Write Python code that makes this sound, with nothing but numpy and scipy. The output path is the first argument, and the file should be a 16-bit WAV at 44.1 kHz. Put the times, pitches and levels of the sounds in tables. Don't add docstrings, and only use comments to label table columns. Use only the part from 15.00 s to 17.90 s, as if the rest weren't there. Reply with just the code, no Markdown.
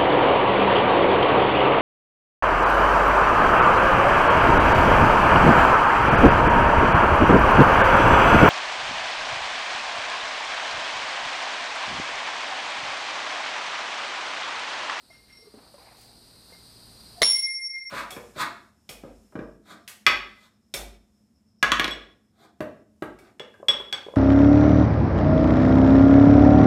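import sys
import numpy as np
from scipy import signal
from scipy.io import wavfile
from scipy.ndimage import uniform_filter1d

SR = 44100
rng = np.random.default_rng(int(sys.argv[2]) if len(sys.argv) > 2 else 0)


def volts(x):
    e = np.asarray(x, float) / 20
    return 10 ** e


def log_audio(samples):
    frames = np.atleast_2d(samples).T
    limited = np.clip(frames, -1, 1)
    pcm = np.round(limited * 32767).astype(np.int16)
    wavfile.write(sys.argv[1], SR, pcm)


N = 127890
T = np.arange(N) / SR
DROP_S, LAND_S = 2.219, 2.919


def noise():
    return rng.standard_normal(N)


def unit(x):
    return x / np.sqrt(np.mean(x ** 2))


def band(x, hz, width):
    return signal.lfilter(*signal.iirpeak(min(hz, .45 * SR), max(hz / width, .3), fs=SR), x)


def noise_band(source, hz, width, second_width):
    return unit(band(band(source, hz, width), hz, second_width))


def sine(hz, start):
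    return np.sin(2 * np.pi * hz * (T - start))


def fade(start, t60, rise):
    u = np.clip(T - start, 0, None)
    return (1 - np.exp(-u / rise)) * volts(-60 * u / t60)


def walk(rate):
    k = int(SR / rate)
    return unit(uniform_filter1d(uniform_filter1d(noise(), k), k))


# (frequency [Hz], density [dB per Hz])
RUMBLE = [(18, -35), (30, -5), (229, -3), (319, -7), (1580, -17), (2080, -21), (3200, -21), (4160, -50),
          (7040, -120)]


def rumble():
    out = 0
    curve_hz, curve_db = np.array(RUMBLE).T
    for hz in 30 * 2 ** np.arange(0, 7, .5):
        density_db = np.interp(np.log(hz), np.log(curve_hz), curve_db)
        db = density_db + 10 * np.log10(hz) + 0.27 * walk(6)
        out = out + volts(db) * noise_band(noise(), hz, hz / 2, hz / 2)
    return volts(-55.5) * unit(out)


# (frequency [Hz], level [dB])
HUM = [(58, -63), (114, -65.5), (174, -69.5), (228, -67.5)]


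def hum():
    return sum(volts(db + 2.5 * walk(5)) * sine(hz, 0) for hz, db in HUM)


# (frequency [Hz], width [Hz], level [dB])
INSECTS = [(3870, 50, -5), (4170, 120, -10.5), (4180, 91, 0.5), (4670, 450, -6), (4450, 74, -7),
           (4530, 160, -1.5), (4806, 60, 2), (5180, 200, -8), (4400, 1200, 5.5)]
# (multiple [1], level [dB])
OVERTONES = [(1, -0.5), (2, -5.5), (3, -10.5)]


def insects():
    chorus = 0
    for hz, width, db in INSECTS:
        for k, k_db in OVERTONES:
            song = noise_band(noise(), k * hz, k ** .5 * width, 2 * k * width)
            chorus = chorus + volts(db + k_db) * song
    swell_db_s = 1
    return unit(chorus) * volts(-51 + swell_db_s * (T - DROP_S) + .6 * walk(13))


def background():
    high = insects() + volts(-74.5) * noise()
    lowpass = signal.butter(8, 13670, fs=SR, output="sos")
    dulled = signal.sosfilt(lowpass, high) + volts(-21.5) * high
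    return rumble() + hum() + dulled


# (start [s], length [s], level [dB], centre [Hz], width [Hz])
SCUFFS = [(0.11, 0.092, -60, 1430, 2000), (.28, 0.15, -63, 2060, 1500), (0.377, 0.1, -62.5, 450, 60),
          (.455, 0.066, -57, 430, 59), (0.556, 0.23, -58.5, 655, 700), (.78, 0.27, -60, 775, 120),
          (0.778, 0.3, -56, 740, 600), (0.428, 0.39, -71.5, 1173, 90), (0.78, 0.4, -63.5, 2160, 600),
          (1.01, 0.23, -64, 750, 150), (0.966, 0.13, -57.5, 5700, 9000), (1.496, 0.096, -58.5, 900, 1200),
          (2.153, 0.13, -51, 701, 48.4)]


def scuffs():
    out = 0
    for s, length, db, hz, width in SCUFFS:
        shape = np.sin(np.pi * np.clip((T - s) / length, 0, 1) ** 0.49)
        grains = noise() * volts(2.89 * walk(150))
        out = out + volts(db) * shape * noise_band(grains, hz, width, 2 * width)
    return out


# (time [s], level [dB], pitch [Hz], t60 [s])
KNOCKS = [
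    (.102, -44.5, 655, 0.052),
    (.539, -44, 424, 0.14),
    (.540, -44, 218, 0.13),
    (.573, -43, 273, .1),
    (.741, -41.5, 576, 0.086),
    (.78, -47.5, 1010, .05),
    (.781, -49, 482, 0.09),
    (1.522, -42.5, 495, 0.043),
]


def knocks():
    out = 0
    for s, db, hz, t60 in KNOCKS:
        skin = unit(band(noise(), 1.31 * hz, 0.34 * hz))
        out = out + volts(db) * fade(s, t60, 0.0019) * (sine(hz, s) + 0.32 * skin)
        click = unit(band(band(noise(), 1.44 * hz, 0.91 * hz), 1.4 * hz, 2.5 * hz))
        out = out + volts(db - 2.5) * fade(s, .01, 0.00042) * click
    return out


# (time [s], level [dB], brightness of upper modes [dB], t60 [s])
TOUCHES = [
    (.102, -51.5, -9, 0.6),
    (.13, -58, 1.5, 0.34),
    (.297, -52.5, -8, 0.17),
    (.324, -52, 2, 0.19),
    (.345, -53.5, -5, 0.44),
    (.368, -57.5, 10.5, 0.33),
    (.42, -59, 6, 0.23),
    (1.522, -52.5, -8, 0.31),
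]


def touches():
    out = 0
    for s, db, bright_db, t60 in TOUCHES:
        for k, (hz, *_) in enumerate(BAR[:3]):
            beat = 1 + 0.6 * np.sin(2 * np.pi * 23 * (T - s) + k)
            mode_db = db + bright_db * min(k, 1) - 10.5 * (k > 1)
            out = out + volts(mode_db) * beat * fade(s, t60, 0.0045) * sine(hz, s)
    return out


# (frequency [Hz], width [Hz], level [dB], t60 [s])
ROOM = [(150, 120, -56.5, .3), (400, 640, -40, 0.47), (1030, 580, -38, 0.37), (2266, 1500, -35, .4),
        (4000, 2400, -26.5, 0.48), (6300, 2000, -41.5, .4), (9300, 1500, -47, .3), (12500, 2500, -50, .12),
        (15200, 1000, -48, .4)]


def room_tail():
    out = 0
    for hz, width, db, t60 in ROOM:
        tail = noise_band(noise(), hz, width, 1.3 * width)
        out = out + volts(db) * tail * fade(DROP_S, t60, 0.0026)
    return out


# (frequency [Hz], level [dB], t60 [s])
SLAB = [(150, -37, .05), (430, -3, 0.013), (492.5, -4, 0.076), (611, 0.5, 0.025), (661, -4.5, .05),
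        (945, -6.5, .05), (1112, -4.5, 0.079)]


def slab_thuds():
    out = 0
    for s, _, _, thud_db in BLOWS:
        for hz, db, t60 in SLAB:
            out = out + volts(thud_db + db - 7.5) * fade(s, t60, 0.00031) * sine(hz, s)
    return out


# (time [s], crack level [dB], brightness [dB per 10 kHz], thud level [dB])
BLOWS = [
    (2.2168, -36, -30, -18),
    (2.2186, -5.5, 1, -12),
    (2.2235, -9, -6.5, -13.5),
    (2.2262, -9, -11, -28),
    (2.2306, -10, 1.5, -24),
    (2.2377, -21.5, -7.5, -48.5),
]
# (frequency [Hz], width [Hz], level [dB])
CRACK = [(2097, 166, 8), (3640, 500, 4), (4100, 340, 0), (5100, 700, -10), (6500, 300, -29),
         (9200, 2200, -20.5), (15600, 1430, -20)]


def cracks():
    grit, out = noise(), 0
    snaps = [fade(s, 0.0059, .0001) for s, *_ in BLOWS]
    for hz, width, db in CRACK:
        burst = 0
        for snap, (_, crack_db, bright_db, _) in zip(snaps, BLOWS):
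            burst = burst + volts(crack_db + bright_db * hz / 10000) * snap
        out = out + volts(db + 9.5) * band(burst * grit, hz, width)
    return out


# (time [s], frequency [Hz], level [dB], t60 [s], sag [Hz/s])
CLANG = [
    (2.2315, 5545, -13, 0.23, 200),
    (2.2195, 9975, -23, 0.86, 250),
    (2.219, 2165, -19.5, 0.11, 60),
]


def clang():
    out = 0
    for s, hz, db, t60, sag in CLANG:
        out = out + volts(db) * fade(s, t60, 0.0018) * sine(hz - sag * (T - s) / 2, s)
    return out


# (frequency [Hz], level [dB], t60 [s], tumble phase [rad], build-up [s])
BAR = [(2116.084, 0, 4.029, -2.41, .13), (5486.885, 1.5, 1.28, -.909, .012),
       (9889.763, -1.5, .92, -1.634, .008), (10700, -36, 2.5, .5, .03), (14860, -30, .6, .8, .005),
       (15720, -30, .5, .3, .005)]
# (cosine to the vertical [1], delay [s], low mode [dB], middle mode [dB], upper modes [dB])
PATHS = [(-.845, .01147, -33.8, -21, -30.1), (.9, .02, -50, -27, -33), (.123, .03432, -24, -31.9, -30.3),
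         (.466, .04287, -41.7, -34.9, -34), (.678, .04559, -34.4, -28.1, -35),
         (-.304, .05664, -24.3, -19.9, -24.5), (.129, .05773, -24.4, -23.8, -28.1),
         (-.282, .06827, -24, -21.4, -24.7), (-.967, .06859, -42, -25, -33)]


def flight():
    spin_hz, null_share, turn_rad = 2.3, 1., 3.
    out, first = np.zeros(N), int(DROP_S * SR)
    cosine, delay, *path_db = np.array(PATHS).T[:, :, None]
    u = np.clip(T[first:] - DROP_S - delay, 0, None)
    height = 9.81 / 2 * u * (LAND_S - DROP_S - u)
    doppler_time = u + cosine * height / 343
    for k, (hz, db, t60, phase, rise) in enumerate(BAR):
        facing = null_share + np.sin(2 * np.pi * spin_hz * u + phase + turn_rad * cosine)
        tone = np.sin(2 * np.pi * hz * doppler_time)
        build_up = 1 - np.exp(-(u / rise) ** 2)
        level = volts(db + path_db[min(k, 2)] - 60 * u / t60) * build_up
        out[first:] += (level * facing * tone).sum(axis=0)
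    return out


def gain_control():
    creep_db_s, duck_db, duck_s, recover_db_s = 3.5, -19.5, 0.087, 2.5
    after = np.clip(T - DROP_S, 0, None)
    creep = creep_db_s * np.minimum(T - DROP_S, 0)
    duck = duck_db * (1 - np.exp(-after / duck_s))
    return volts(creep + duck + recover_db_s * after)


def scene():
    near = scuffs() + knocks() + touches()
    blow = room_tail() + slab_thuds() + cracks()
    return (background() * gain_control() + near + blow + clang() + flight())[None]


def low_pass(x):
    return signal.sosfilt(signal.butter(12, 16970, fs=SR, output="sos"), x)


def record(dry):
    ceiling, top_hz = .56, 15800
    soft = dry / (1 + (np.abs(dry) / ceiling) ** 4) ** .25
    lowpass = signal.ellip(8, .2, 70, top_hz, fs=SR, output="sos")
    return low_pass(signal.sosfilt(lowpass, soft))


dry = scene()
out = record(dry)
log_audio(out)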